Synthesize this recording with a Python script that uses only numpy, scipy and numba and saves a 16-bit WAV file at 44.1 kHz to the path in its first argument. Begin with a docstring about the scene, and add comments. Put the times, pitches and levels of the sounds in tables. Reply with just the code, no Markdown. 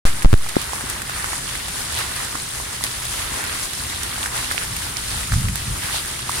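"""Rain on wet asphalt

Steady rain around a hand-held phone with two microphone ports: countless far drops are shaped noise and
a patter of grains, near drops tick as short rings with a fizz. Low noise rumbles as air and one gust
buffets the ports. Early on, fingers press on the ports as pressure jumps that drive the limiter, which
ducks the rain; one hard tap follows, and faint low taps come later."""
import sys
import numpy as np
from scipy import signal
from scipy.fft import rfft, irfft, next_fast_len
from scipy.io import wavfile
from scipy.ndimage import uniform_filter1d
from numba import njit

SR = 44100
rng = np.random.default_rng(int(sys.argv[2]) if len(sys.argv) > 2 else 0)


def persist_wave(psi):
    """Save psi, clipped to +-1, as 16-bit WAV."""
    counts = np.round(np.clip(psi, -1, 1) * 32767).astype(np.int16)
    wavfile.write(sys.argv[1], SR, np.atleast_2d(counts).T)


def convert_level_to_amplitude(level_db):
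    """Map a level in decibels to its linear amplitude factor."""
    exponent = np.asarray(level_db, float) / 20
    return 10 ** exponent


N = 282237  # samples in the scene
SIZE = next_fast_len(N)  # samples in a noise spectrum
FREQ = np.maximum(np.arange(SIZE // 2 + 1) * SR / SIZE, 1)  # Hz of each bin
PORT_HZ = 9800  # ring of the port cavity

# How the rain swells and dulls. Each row: time in seconds, overall level in dB,
# lift in dB of the bands centred under 2.5 kHz before the overall level is set.
RAIN_LEVELS = [(0.06, -25, 5.5), (0.14, -29.5, 1.5), (0.24, -31, 3.5), (0.5, -30.5, 1), (0.65, -29, 2.5),
               (1.18, -27, 2.5), (1.5, -28, 0.5), (2.0, -26.5, 1.5), (2.5, -27, -0.5), (2.88, -27.5, 0),
               (3.03, -25.5, -2), (3.4, -26.5, 4), (3.7, -27, -1), (4.3, -27, 1), (5.2, -26.5, -0.5),
               (5.6, -28.5, -0.5), (5.96, -24.5, 0), (6.15, -28, 0.5), (6.4, -24.5, -1.5)]
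# Brief lifts of the rain hiss around 3.5 kHz: two clear swishes and two slight random swells.
# Each row: centre in seconds, lift in dB, half width in seconds.
MIDDLE_LIFTS = [(1.98, 3.5, 0.074), (3.72, 2, 0.052), (4.5, 1.5, .04), (5.96, 6, 0.036)]
# Tone of the hiss. Each row: frequency in Hz, relative density in dB per Hz.
HISS_TONE = [(150, -12), (250, -6), (360, -6), (519, -3.5), (845, -3.5), (1240, -2), (1530, -2), (1980, -1),
             (2360, -4), (3650, -2.5), (6250, -5), (9490, -3), (11500, -9), (14900, -14.5), (16000, -20)]
# Tilt of the rain between the ports. Each row: frequency in Hz, left minus right in dB.
PORT_TILT = [(200, 1), (480, -4), (820, -2.5), (1500, -3.5), (3000, -1.3), (6500, -1), (9500, 5.5),
             (12000, 0)]
# How alike the ports hear a noise. Each row: frequency in Hz, share of the left noise in the right (0-1).
PORT_LIKENESS = [(40, .985), (130, .96), (300, .74), (600, .54), (1000, .24), (1400, .3), (2500, .08),
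                 (9000, .06)]
# How far the right port is ahead. Each row: frequency in Hz, phase lead in radians.
RIGHT_PHASE_LEAD = [(20, 0), (130, .12), (340, .7), (520, 2.6), (730, 3.3), (1290, 6.3), (1700, 6.7)]
# The clearest near drops. Each row: time in seconds, thud envelope peak in dB, thud pitch in Hz,
# edge envelope peak in dB, left minus right in dB.
CLEAR_DROPS = [(0.1459, -29, 2410, -27, -8), (0.222, -11, 1850, -29, -2.5), (0.464, -16.5, 950, -28, -12),
               (0.4881, -24, 5430, -11, -1.5), (0.5567, -10, 1770, -33, -11), (0.6158, -27, 4650, -5, -11),
               (0.6253, -24, 3400, -15, 5), (0.7338, -10, 980, -15, -14.5), (0.8095, -16, 1540, -12, -1),
               (0.8993, -27, 4220, -2.5, 2.5), (1.019, -15, 1630, -9, -1), (1.0964, -12, 1290, -13, -3.5),
               (1.2435, -10.5, 1250, -14, -1.5), (1.332, -12, 960, -25, -14.5),
               (1.4921, -11, 3450, -22, -14), (1.5535, -10.5, 1850, -11, -12), (1.924, -17, 4780, -11, -7),
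               (1.9433, -13, 5470, -17, -8), (1.9642, -15, 3700, -16, 0), (1.988, -20, 1290, -7.5, 2.5),
               (2.3541, -9.5, 1110, -20, -9), (2.6008, -15, 930, -24, -10.5),
               (2.8097, -16.5, 950, -22, -7.5), (2.839, -2, 4340, 5, -2.5), (3.0529, -17, 4690, -8, 7),
               (3.0832, -15, 3620, -13, -15), (3.3392, -17, 980, -19, -8.5), (3.44, -12, 1890, -10, -1),
               (3.5459, -31, 4780, -11, 8), (3.6311, -20, 4650, -7, 15.5), (3.7336, -25, 2930, -5, -31),
               (4.0332, -15, 5470, -6.5, -1), (4.1803, -16, 910, -30, -13), (4.23, -7, 3300, -14, -5),
               (4.2598, -7.5, 1720, -29, -12.5), (4.5132, -6, 1420, -23, -2.5), (4.5202, -16, 4610, -11, 1),
               (4.5797, -0.5, 2500, -18, -32), (4.7654, -19, 2150, -5, 2), (4.9698, -3.5, 5470, -9, -16),
               (5.3215, -10, 1590, -18, 1), (5.3369, -11, 1210, -23, -8), (5.4084, -22, 5120, -17, 4),
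               (5.4859, -10, 2180, -16, -6), (5.5574, -14, 1610, 1, -18), (5.928, -14, 3140, -16, -14),
               (5.945, -13.5, 860, -16, -16), (6.1914, -14, 3490, -17, -8), (6.2946, -7, 1090, -10, -5),
               (6.3154, -28, 4480, -10, 3.5)]
# Fingers pressing on the ports. Each row: start in seconds, hold in ms, fall in ms,
# left pressure, right pressure (1 = full scale), right lag in ms.
FINGER_PRESSES = [(.026, 22, 2, 1.6, 1.6, .5), (.2470, 7.5, 2.4, 4.3, 5.5, .8), (.2486, .5, .2, 5, 0, 0),
                  (.2504, .3, .2, 4, 0, 0), (.2570, .3, 2.4, 4, 3.2, .7), (.3303, .3, 2.6, 4.4, 5, .6),
                  (.3397, .7, 2.6, 4.2, 5.5, .5)]
# Fingertip taps on the case. Each row: time in seconds, envelope peak in dB, pitch in Hz,
# cycles until that peak, left minus right in dB, left lag in ms.
FINGER_TAPS = [(.5664, -6, 800, 0.49, 0, -0.36), (.5673, 3, 336, 0.3, 5, -0.76),
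               (.84, -21, 250, 0.49, 7, 0), (2.352, -23.5, 278, 0.49, 4, 0), (3.32, -24, 238, 0.56, 4, 0)]
# The gust over time. Each row: time in seconds, level in dB.
GUST_LEVELS = [(4.5, -69), (4.74, -33), (4.9, -45), (5.12, -35), (5.28, -36.5), (5.35, -16), (5.39, -22.5),
               (5.48, -20), (5.62, -40), (5.71, -23), (5.8, -36), (6.1, -57)]
# Tone of the gust. Each row: frequency in Hz, relative density in dB per Hz.
GUST_TONE = [(12, -30), (22, -5), (50, 0), (110, 0), (170, -5), (230, -16), (290, -32), (430, -70)]
# Tone of the distant rumble. Each row: frequency in Hz, relative density in dB per Hz.
RUMBLE_TONE = [(13, -36), (22, -5), (70, 4), (97, -1.5), (123, 1.5), (146, -5), (265, -11.5), (400, -13),
               (520, -23), (880, -120)]


def rain():
    """Far drops blend to hiss plus patter through the ports' colour; each band flickers on its own."""
    level_db, dull_db = curve(RAIN_LEVELS)
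    t = np.arange(N) / SR
    middle_db = sum(db * np.exp(-((t - s) / half) ** 2) for s, db, half in MIDDLE_LIFTS)
    middle_db = middle_db + 0.73 * walk(12)
    balance = convert_level_to_amplitude(np.outer([0.5, -0.5], over_hz(PORT_TILT)))
    mix = (field() + convert_level_to_amplitude(-8) * patter()) * colour() * balance
    out = 0
    for hz in 220 * 2 ** np.arange(7.):
        # overlapping octave windows that add up to one
        band = np.cos(np.pi / 2 * np.clip(np.log2(FREQ / hz), -1, 1)) ** 2
        extra_db = dull_db if hz < 2500 else middle_db if hz < 5000 else 0
        out = out + irfft(mix * band, SIZE)[:, :N] * convert_level_to_amplitude(extra_db + 0.82 * walk(20))
    return unit(out) * convert_level_to_amplitude(level_db + walk(27.78) + 0.58 * walk(15))


def patter(count=9000):
    """Spectra of middle-distance drops: random grains of about a cycle, a few larger than the rest."""
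    when, pitch, size, length = rng.random((count, 4)).T
    side, late = rng.standard_normal((count, 2)).T
    hz = 800 * 14 ** pitch
    size_db = np.minimum(-3.5 * np.log(1 - size), 12.5)
    db = size_db + 15 * np.log10(hz / 3000)
    cycles = 0.5 + 0.9 * length ** 2
    grains = strike(np.c_[when * N / SR, db, hz, cycles, 5 * side, 0.35 * late])
    return rfft(unit(grains), SIZE)


def colour():
    """Gain over frequency: the tone of the hiss with the narrow lift of the port cavity."""
    lift_db, width_hz = 4, 1400
    return convert_level_to_amplitude(over_hz(HISS_TONE) + lift_db / (1 + (2 * (FREQ - PORT_HZ) / width_hz) ** 2))


def near_drops():
    """Each drop thuds at its own pitch, its edge rings the port cavity, and its splash fizzes briefly."""
    s, thud_db, hz, edge_db, pan_db = np.r_[CLEAR_DROPS, stray_drops()].T
    same = np.ones(len(s))
    # in ms: on the whole, the quieter port hears a drop later
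    lag = -0.2 * pan_db + 0.154 * rng.standard_normal(len(s))
    thud = strike(np.c_[s, thud_db, hz, 0.55 * same, pan_db, lag])
    edge = strike(np.c_[s, edge_db, PORT_HZ * same, 0.5 * same, pan_db, lag])
    # a softer, longer ring follows the edge
    ring = strike(np.c_[s + 2.5 / PORT_HZ, edge_db - 9, PORT_HZ * same, 2.5 * same, pan_db, lag])
    return thud + edge + ring + splash_fizz(s, np.maximum(thud_db, edge_db), pan_db)


def splash_fizz(s, drop_db, pan_db):
    """Splashes are noise that dies away in a few milliseconds, loudest at the port nearer the drop."""
    fizz_db = np.minimum(drop_db, -7.5)  # harder drops crack louder but fizz no more
    kicks = np.zeros((2, N))
    kicks[:, (s * SR).astype(int)] = convert_level_to_amplitude(fizz_db + 0.5 * np.minimum([pan_db, -pan_db], 0))
    tail = signal.lfilter([1], [1, -np.exp(-1 / (0.0084 * SR))], kicks)  # 8.4 ms decay
    noise = unit(irfft(field() * colour() * (FREQ > 600), SIZE)[:, :N])
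    return convert_level_to_amplitude(-16) * tail * noise


def stray_drops(count=50):
    """More near drops fall at random moments, in the columns of CLEAR_DROPS."""
    when, pitch = rng.random((count, 2)).T
    thud, edge, side = rng.standard_normal((count, 3)).T
    hz = 800 * (5400 / 800) ** pitch
    return np.c_[when * (N - 1) / SR, -22 + thud, hz, -15 + edge, -3.5 + 6 * side]


def fingers():
    """Pressure jumps as a port is covered, holds, then leaks away; fingertips tap as short rings."""
    span = N // 8  # all the presses fall in the first eighth
    ms = np.arange(span) / SR * 1e3
    out = np.zeros((2, N))
    for s, hold, fall, left, right, lag in FINGER_PRESSES:
        # the right port rises more slowly: 0.5 ms against 0.06 ms
        for port, (height, late, rise) in enumerate([(left, 0, 0.06), (right, lag, 0.5)]):
            t = ms - s * 1e3 - late
            leak = np.exp(-np.maximum(t - hold, 0) / fall)
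            out[port, :span] += height * np.clip(t / rise, 0, 1) * leak
    return out + strike(FINGER_TAPS)


def air():
    """Steady distant rumble and lumpy gusts are low noise, nearly the same at both ports."""
    rumble = unit(irfft(field() * convert_level_to_amplitude(over_hz(RUMBLE_TONE)), SIZE)[:, :N])
    gust = unit(irfft(field() * convert_level_to_amplitude(over_hz(GUST_TONE)), SIZE)[:, :N])
    rumble = rumble * convert_level_to_amplitude(-37 + 0.8 * walk(8))
    return rumble + gust * convert_level_to_amplitude(curve(GUST_LEVELS)[0] + 2.1 * walk(30))


def field():
    """Spectra of a noise pair, alike in the bass, with the right port ahead in phase."""
    a, b = rfft(rng.standard_normal((2, SIZE)))
    share = np.clip(over_hz(PORT_LIKENESS), 0, 1)
    right = share * a + np.sqrt(1 - share ** 2) * b
    return np.array([a, right * np.exp(1j * over_hz(RIGHT_PHASE_LEAD))])


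def strike(rows):
    """A struck ring at both ports; rows: s, peak dB, Hz, cycles, left minus right dB, left lag ms."""
    s, db, hz, cycles, pan_db, lag = np.transpose(np.array(rows, float))
    cycles = np.clip(cycles, 0.2, 6)
    left_s = s + np.maximum(lag, 0) / 1e3
    right_s = s - np.minimum(lag, 0) / 1e3
    left = burst(N, left_s * SR, hz, cycles, convert_level_to_amplitude(db + np.minimum(pan_db, 0)))
    right = burst(N, right_s * SR, hz, cycles, convert_level_to_amplitude(db - np.maximum(pan_db, 0)))
    return np.array([left, right])


@njit
def burst(size, start, hz, cycles, peak):
    """Short rings swell and die within a few cycles; each envelope peaks at its start sample."""
    out = np.zeros(size)
    for k in range(len(start)):
        tau = cycles[k] / hz[k] * SR  # samples from onset to envelope peak
        first = start[k] - tau
        for i in range(max(int(first) + 1, 0), min(int(first + 8 * tau), size)):
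            u = (i - first) / tau
            out[i] += peak[k] * u * np.exp(1 - u) * np.sin(-2 * np.pi * cycles[k] * u)
    return out


def walk(rate):
    """A wandering level: random values held 1 / rate s and slewed twice; spread near 1."""
    k = int(SR / rate)
    steps = np.repeat(rng.standard_normal(N // k + 1), k)
    return 1.3 * uniform_filter1d(uniform_filter1d(steps, k), k)[:N]


def curve(rows):
    """Value columns of a table over seconds, drawn as lines at every sample."""
    s, *columns = np.transpose(rows)
    return [np.interp(np.arange(N) / SR, s, c) for c in columns]


def over_hz(rows):
    """A (Hz, value) table at every frequency bin, drawn as lines over log frequency."""
    hz, value = np.transpose(rows)
    return np.interp(np.log(FREQ), np.log(hz), value)


def unit(x):
    """Scale to rms 1."""
    return x / np.sqrt(np.mean(x ** 2))


def scene():
    """Rain, near drops, fingers and air add up at the two ports."""
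    return rain() + near_drops() + fingers() + air()


@njit
def limit(x, top, grab, hold, release):
    """Linked limiter: a quick follower flattens peaks, a slower one keeps the gain down afterwards."""
    out = np.empty_like(x)
    quick, slow = 0., 0.
    for i in range(x.shape[1]):
        now = max(abs(x[0, i]), abs(x[1, i]))
        quick = max(now, quick * hold)
        slow += (quick - slow) * (grab if quick > slow else release)
        out[:, i] = x[:, i] * (top / max(top, quick, slow))
    return out


def top_cut(x):
    """Nothing passes above the cut-off."""
    return signal.sosfilt(signal.butter(12, 16530, fs=SR, output="sos"), x)


def record(dry):
    """Blocking capacitor (slow undershoot), limiter and top cut; the input opens a moment late."""
    x = signal.lfilter([1, -1], [1, -np.exp(-2 * np.pi * 3.1 / SR)], dry)  # 3.1 Hz low cut
    # 34 ms grab, 1 ms hold, 140 ms release
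    x = limit(x, 0.92, 1 / (0.034 * SR), np.exp(-1 / (0.001 * SR)), 1 / (0.14 * SR))
    x = signal.sosfilt(signal.ellip(8, 0.2, 70, 15800, fs=SR, output="sos"), x)
    opened = np.arange(N) > 0.0527 * SR
    mix = np.clip(x * opened, -1, 1)
    return top_cut(mix)


dry = scene()
out = record(dry)
persist_wave(out)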